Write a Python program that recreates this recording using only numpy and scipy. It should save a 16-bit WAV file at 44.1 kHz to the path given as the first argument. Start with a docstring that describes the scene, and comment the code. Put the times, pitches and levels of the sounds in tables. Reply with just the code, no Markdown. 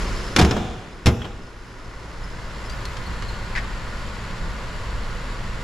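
"""A car engine idles in a large shed; its hood drops, rattles and rebounds, then is pressed home with a thump.
The shut hood muffles the engine. The listener steps back over gritty concrete, with small squeaks,
bumps and a scuff, and the engine and its fan grow louder again through the grille.
The engine is coloured noise, steady hums and wavering whistles, pulsing as the cylinders fire.
The hood is ringing tones and short noise bursts; steps are bursts, squeaks are unsteady tones, all with echoes."""
import sys
import numpy as np
from scipy import signal
from scipy.fft import rfft, irfft
from scipy.io import wavfile

SR = 44100
rng = np.random.default_rng(int(sys.argv[2]) if len(sys.argv) > 2 else 0)


def unload_wav(signal):
    """Save mono or channel-first audio to the path in sys.argv[1] as 16-bit WAV at rate SR, clipped to [-1, 1]."""
    wavfile.write(
        sys.argv[1],
        SR,
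        np.round(np.clip(np.atleast_2d(signal).T, -1, 1) * 32767).astype(np.int16),
    )


N = 248283
TIME = np.arange(N) / SR

# colour of deep rumbles, from engine, car body and steps: (frequency [Hz], level [dB per Hz])
RUMBLE_COLOUR = [(8, -1), (26, 2.5), (48, -1), (75, -9.5), (120, -12), (190, -15.5), (250, -27), (400, -49)]
# dense higher modes of the hood's sheet metal: (frequency [Hz], level [dB per Hz])
SHEET_COLOUR = [(50, -22), (130, 6), (200, 4), (360, -0.5), (550, -6), (800, -5.5), (1300, -11),
                (2100, -18), (4000, -24.5), (10000, -43.5)]
# sharp cracks, of the latch and of grit: (frequency [Hz], level [dB per Hz])
CRACK_COLOUR = [(400, -23), (1000, 1.5), (2000, 4.5), (3200, 2), (5400, 0.5), (7400, -5), (8800, -15),
                (10300, -7.5), (14500, -28)]

# the listener steps back, out of the hood's shadow and then away from the engine bay [s]
LEAVES_S, FACES_GRILLE_S, STOPS_S = 1.56, 2.795, 3.2


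def from_db(db):
    """Turn decibels into a gain."""
    return 10 ** (np.asarray(db) / 20)


def rms_one(x):
    """Scale a sound to unit power."""
    return x / np.sqrt(np.mean(x ** 2) + 1e-20)


def at_hz(points, hz):
    """Read a table between its points, on a logarithmic frequency axis."""
    table_hz, value = np.transpose(points)
    return np.interp(np.log(np.maximum(hz, 1)), np.log(table_hz), value)


def ramp(start_s, end_s):
    """Rise evenly from 0 to 1 between two times."""
    return np.clip((TIME - start_s) / (end_s - start_s), 0, 1)


def noise(colour, size=N, side_db=0):
    """Stereo noise of a given colour that weakens beyond the colour's ends; unit power."""
    # how wide the stereo is: (frequency [Hz], side relative to mid [dB])
    stereo_width = [(30, -12.5), (90, -32.5), (250, -16), (500, -11), (1100, -9.5), (2000, -5), (4500, -8),
                    (9000, -7.5), (14000, -3)]
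    hz = np.arange(size // 2 + 1) * SR / size
    low_end = np.minimum(1, hz / colour[0][0])
    high_end = np.minimum(1, colour[-1][0] / (hz + 1))
    shape = from_db(at_hz(colour, hz)) * (low_end * high_end) ** 2
    mid, side = rfft(rng.standard_normal((2, size))) * shape
    side = side * from_db(at_hz(stereo_width, hz) + side_db)
    return rms_one(irfft([mid + side, mid - side], size))   # left, right


def drift(rate_hz):
    """Smooth random wandering of unit power; a higher rate wanders faster."""
    hz = np.arange(N // 2 + 1) * SR / N
    smoothed = rfft(rng.standard_normal(N)) / (1 + (hz / rate_hz) ** 2) ** 2
    return rms_one(irfft(smoothed, N))


def resonate(x, hz, width_hz):
    """Let one resonance pick out the sound around its frequency; unit power."""
    r = np.exp(-np.pi * width_hz / SR)
    return rms_one(signal.lfilter([1, 0, -1], [1, -2 * r * np.cos(2 * np.pi * hz / SR), r * r], x))


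def dulled(x, hz):
    """Gently weaken the treble above a frequency."""
    return signal.sosfilt(signal.butter(1, hz, fs=SR, output="sos"), x)


def dying(t60_s, size=22050):
    """Fade from 1, losing 60 dB in t60_s seconds."""
    return np.exp(-np.log(1000) * TIME[:size] / t60_s)


def struck(modes, scatter_db, contact_s, size=22050):
    """Fading tones of random strength on each blow; a longer contact softens the start."""
    t, rings = TIME[:size], 0
    for hz, db, t60_s in modes:
        strength = from_db(db + scatter_db * rng.standard_normal())
        rings = rings + strength * dying(t60_s, size) * np.sin(2 * np.pi * hz * t)
    return rings * (1 - np.exp(-t / contact_s))


def burst(colour, t60_s, rise_s=0.00022, size=22050):
    """Many close modes struck at once and dying together, made as fading noise."""
    rise = 1 - np.exp(-TIME[:size] / rise_s)
    return noise(colour, size=size, side_db=-1.5) * dying(t60_s, size) * rise


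def add(out, s, sound):
    """Mix a sound in at time s."""
    i = int(s * SR)
    out[:, i:i + sound.shape[-1]] += sound[..., :N - i]


def shed(x, build_s=0.02, size=57330):
    """Blurred echoes build up as sound returns from the far walls; each band fades at its own pace."""
    # echo fading: (frequency [Hz], time to lose 60 dB [s])
    fading = [(60, 0.9), (250, 0.95), (1300, 0.97), (4000, 1.44), (8000, 0.54), (14000, 0.53)]
    # colour of the echoes: (frequency [Hz], level [dB per Hz])
    echo_colour = [(40, 6.0), (200, 3.5), (700, 5), (2000, -5.5), (5000, -9.0), (15000, 1.5)]
    echoes, tail = noise(echo_colour, size=size), 0
    edges = np.geomspace(40, 16000, 10)
    for low, high in zip(edges, edges[1:]):
        band = signal.sosfilt(signal.butter(2, [low, high], "band", fs=SR, output="sos"), echoes)
        tail = tail + band * dying(at_hz(fading, np.sqrt(low * high)), size)
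    build_up = 1 - np.exp(-(TIME[:size] / build_s) ** 2)
    tail = rms_one(tail * build_up) / np.sqrt(size)
    return signal.fftconvolve(x.mean(axis=0)[None], tail, axes=1)[:, :N]


def engine_levels():
    """Gains of rumble, whirr and hiss, which escape past the open hood and through the grille."""
    # each: (level under the shut hood [dB], gain with hood raised [dB], gain in front of the grille [dB])
    rumble_db = (-38.5, 15, 10.5)
    whirr_db = (-43, 13, 9)
    hiss_db = (-53.5, 17, 11)
    # the hood falls until it meets the latch; the sound it let out then fades in the shed
    lands_s, opening_at_landing, fade_s = 0.34, 0.73, 0.37
    falling = 1 - (1 - opening_at_landing) * ramp(0, lands_s)
    fading = np.exp(-np.maximum(TIME - lands_s, 0) ** 2 / fade_s ** 2)
    opening = falling * fading
    facing = ramp(LEAVES_S, FACES_GRILLE_S)
    return [from_db(shut_db + open_db * opening + grille_db * facing)
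            for shut_db, open_db, grille_db in (rumble_db, whirr_db, hiss_db)]


def whistle(clock, hz, width_hz=180.0, flicker_db=2.5):
    """A thin, noisy tone whose strength wavers at random."""
    phase = 2 * np.pi * hz * clock
    line = drift(width_hz) * np.cos(phase) + drift(width_hz) * np.sin(phase)
    return line * from_db(flicker_db * drift(44.0))


def belt(clock, nearness):
    """Belt-drive whistles: the upper fades away from the bay, the lower swells in a narrow beam from the grille."""
    beam_s, beam_width_s, beam_db = 3.23, 0.3, 16   # when the listener crosses it, for how long, its gain
    beam = np.exp(-((TIME - beam_s) / beam_width_s) ** 2)
    upper = from_db(-4) * nearness * whistle(clock, hz=5100)
    lower = from_db(-27.5 + beam_db * beam) * whistle(clock, hz=4240)
    return upper + lower


def engine(firing_hz=35.08, throb=0.18, tick_db=0.9, tick_hz=85.6, repeating_db=-10.5):
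    """Hum and rumble, a whirr of belts and fan throbbing with the firings, and a finely ticking hiss."""
    # steady hum of engine and fan: (frequency [Hz], level [dB])
    hums = [(35.2, -13), (56, -8.5), (105.6, -16.5), (112, -12.5), (121, -21), (168, -18.5), (178.5, -20.5),
            (211, -19), (360, -27.5)]
    # narrow resonances of the engine bay: (frequency [Hz], width [Hz], level [dB])
    bay_resonances = [(1014, 94, -20), (1114, 130, -21), (1442, 12, -16)]
    # colours of the whirr, hiss and sizzle: (frequency [Hz], level [dB per Hz])
    whirr_colour = [(130, -42), (230, 3.5), (310, -2), (510, 2), (780, -3.5), (960, 2), (1450, -1.5),
                    (2050, -3.5), (2400, -12), (3500, -18.5)]
    hiss_colour = [(1400, -10), (2200, 2.5), (2900, 4), (3600, 0.5), (4500, 2), (6200, -7), (7500, -4),
                   (8300, -16), (9300, -16.5), (10400, -13.5), (12300, -24.5), (14500, -38)]
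    sizzle_colour = [(4200, -12), (5200, 4), (6200, 6.5), (7500, -4), (8500, -11), (10300, -2),
                     (12000, -19), (14500, -23)]
    rumble_gain, whirr_gain, hiss_gain = engine_levels()
    clock = np.cumsum(1 + .004 * drift(3.03)) / SR   # idle speed wanders slightly
    firing = 1 + throb * np.cos(2 * np.pi * firing_hz * clock)

    hum = 0
    for hz, db in hums:
        tone = np.sqrt(2) * np.sin(2 * np.pi * (hz * clock + rng.random()))
        hum = hum + from_db(db + 2.0 * drift(2.4)) * tone
    low = from_db(-2.5) * noise(RUMBLE_COLOUR) * firing + from_db(-3.5) * hum

    bay = sum(from_db(db) * resonate(noise(whirr_colour), hz, width_hz) for hz, width_hz, db in bay_resonances)
    # part of the whirr comes round again with each turn of the crank: three firings
    turn = int(3 * SR / firing_hz)
    repeating = np.interp(clock * SR, np.arange(turn), noise(whirr_colour, size=turn)[0], period=turn)
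    whirr = from_db(-3.5) * noise(whirr_colour) + from_db(repeating_db) * repeating + bay
    middle = whirr * np.sqrt(firing)

    # close up, the bay sizzles and the engine sets the hood panel droning; both weaken over the retreat
    near_db, retreat_loss_db = -6.5, 17
    nearness = from_db(near_db - retreat_loss_db * ramp(LEAVES_S, STOPS_S) ** 2)
    sizzle = from_db(-3.5) * nearness * noise(sizzle_colour)
    drone = from_db(-0.5) * nearness * resonate(noise(SHEET_COLOUR), hz=355, width_hz=200)

    ticking = from_db(tick_db * (np.cos(2 * np.pi * tick_hz * clock) + .5 * drift(60.0)))
    high = (from_db(-1.5) * noise(hiss_colour) + sizzle + belt(clock, nearness)) * ticking
    return rumble_gain * low + whirr_gain * (middle + drone) + hiss_gain * high


def hood():
    """Each contact booms in the panel, clatters in the sheet, cracks in the latch and shakes the car's body."""
    # contacts as the hood drops, rebounds and is pressed home:
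    # (time [s], panel boom [dB], sheet clatter [dB], latch crack [dB])
    blows = [(0.3627, -26, -13.5, -8.5), (0.3848, -17.5, -11.5, -18), (.390, -32, -14, -11.5),
             (.395, -27, -12, -12.5), (.413, -16.5, -14, -15), (0.4231, -24, -19, -19),
             (.428, -10.5, -21.5, -30), (0.4411, -16, -32, -40), (0.4482, -31, -25, -20),
             (.51, -33.5, -17.5, -22), (.565, -28, -19, -36), (1.059, -15, -19, -14.5),
             (1.068, -23, -12, -16.5), (1.075, -11, -18, -26), (1.083, -14, -22, -24),
             (1.251, -37, -27.5, -50)]
    # modes of the hood panel: (frequency [Hz], level [dB], time to lose 60 dB [s])
    panel_modes = [(76.7, -3, 0.27), (89.5, -3, 0.14), (114, -3.5, 0.16), (164, -7, 0.16), (197, -13, 0.12),
                   (263.4, -18, 0.32), (356, -8, 0.16), (457.4, -15.5, 0.11), (659, -22, 0.15),
                   (768, -15, 0.058), (886, -25, 0.067), (1070, -22, 0.29), (1354, -29, 0.12),
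                   (1632, -13.5, 0.051)]
    # modes of the steel latch: (frequency [Hz], level [dB], time to lose 60 dB [s])
    latch_modes = [(1820, -14, .05), (2092, -10.5, 0.12), (2380, -9, 0.056), (2910, -7, 0.065),
                   (3240, -4, 0.026), (3625, -12, 0.084), (3800, -23, 0.1), (4200, -18, 0.052),
                   (5290, -2, 0.025), (7520, -16, 0.056)]
    # the latch spring settling: (time [s], level [dB])
    spring_moves = [(1.2175, -30.5), (1.2436, -32)]
    # colour of the spring: (frequency [Hz], level [dB per Hz])
    spring_colour = [(1200, -5), (2700, -11.5), (3100, -2), (3300, 2.5), (3550, -18), (6000, -30),
                     (12000, -42)]
    home_s = 1.0   # from here on the hood is pressed home
    near, sent = np.zeros((2, 2, N))
    for s, boom_db, sheet_db, latch_db in blows:
        if s < home_s:   # still ajar
            send_db, dull_hz = 0, 8000
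        else:            # home: less goes into the shed, but the crack is brighter
            send_db, dull_hz = -3.5, .45 * SR
        boom = from_db(boom_db) * struck(panel_modes, scatter_db=4.0, contact_s=0.00071)
        sheet = from_db(sheet_db) * burst(SHEET_COLOUR, t60_s=0.14)
        ring = struck(latch_modes, scatter_db=4.0, contact_s=0.00025)
        crack = burst(CRACK_COLOUR, t60_s=0.049) + from_db(-5.0) * ring
        latch = dulled(from_db(latch_db) * crack, dull_hz)
        # the car's body shudders after every boom
        shudder = from_db(boom_db - 16 + send_db) * burst(RUMBLE_COLOUR, t60_s=0.99, rise_s=.04)
        add(near, s, boom + sheet + latch + shudder)
        # the boom stays mostly near the panel
        add(sent, s, from_db(send_db) * (from_db(-5.0) * boom + sheet + latch))
    for s, db in spring_moves:
        add(near, s, from_db(db) * burst(spring_colour, t60_s=0.08))
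    return near + from_db(-9.0) * shed(sent)


def squeaks(swell_s=0.0056, waver=0.011, size=4410):
    """Brief, thin rubbing tones with an unsteady pitch swell and fade."""
    # each squeak: (time [s], level [dB], pitch [Hz])
    squeak_list = [(2.2357, -47.5, 5160), (2.655, -47, 5170), (2.694, -42, 4680), (2.718, -45, 4760),
                   (2.85, -40.5, 4230), (3.061, -43.5, 4340), (3.284, -41, 4240)]
    # tones within a squeak: (multiple of the pitch [ratio], level [dB])
    partials = [(1.002, 5), (1.981, -12), (2.88, -20)]
    out, t = np.zeros((2, N)), TIME[:size]
    unsteady = 1 + waver * drift(260.0)
    swell = t / swell_s * np.exp(1 - t / swell_s)
    for s, db, hz in squeak_list:
        phase = 2 * np.pi * hz * np.cumsum(unsteady[int(s * SR):][:size]) / SR
        tone = sum(from_db(level_db) * np.sin(multiple * phase) for multiple, level_db in partials)
        add(out, s, from_db(db) * swell * tone * from_db([[1.5], [-2.0]]))   # louder on the left
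    return out + from_db(-2.0) * shed(out)


def footsteps():
    """Steps bump softly and grit snaps under the shoes; one sole scuffs in a few quick slips."""
    # grit cracking underfoot: (time [s], level [dB], dulled above [Hz])
    grit = [(2.697, -34, 12000), (2.8533, -31.5, 14000), (2.9686, -33, 10000), (3.2224, -21, 1500)]
    # soft, deep bumps of the steps: (time [s], level [dB])
    bumps = [(3.07, -21.5), (3.55, -25.5), (4.40, -20.5), (4.93, -20.5)]
    # a sole slipping on the concrete: (time [s], level [dB])
    slips = [(3.551, -24.5), (3.559, -21.5), (3.573, -21), (3.579, -24.5), (3.585, -31)]
    # colour of the slipping sole: (frequency [Hz], level [dB per Hz])
    sole_colour = [(700, -15), (1400, -7), (1800, 2.5), (2250, -3), (3000, -15.5), (5000, -16.5),
                   (8000, -32), (13000, -50)]
    out = np.zeros((2, N))
    for s, db, dull_hz in grit:
        add(out, s, from_db(db) * dulled(burst(CRACK_COLOUR, t60_s=0.043), dull_hz))
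    for s, db in bumps:
        add(out, s, from_db(db) * burst(RUMBLE_COLOUR, t60_s=0.36, rise_s=0.007))
    for s, db in slips:
        slip = burst(sole_colour, t60_s=0.081, rise_s=0.0012)
        add(out, s, from_db(db) * slip * from_db([[1.5], [-1.5]]))   # louder on the left
    return out + from_db(-7.5) * shed(out)


def scene():
    """Engine, hood, squeaks and feet together; the highest treble is stronger on the left."""
    both = engine() + hood() + squeaks() + footsteps()
    top = signal.sosfilt(signal.butter(1, 11000, "high", fs=SR, output="sos"), both)
    return both + 0.29 * top * [[1], [-1]]


def record(dry):
    """Round off the peaks, then cut the treble steeply above 14600 Hz."""
    rounded = np.tanh(dry)
    return signal.sosfilt(signal.ellip(10, .1, 90, 14600, fs=SR, output="sos"), rounded)


dry = scene()
out = record(dry)
unload_wav(out)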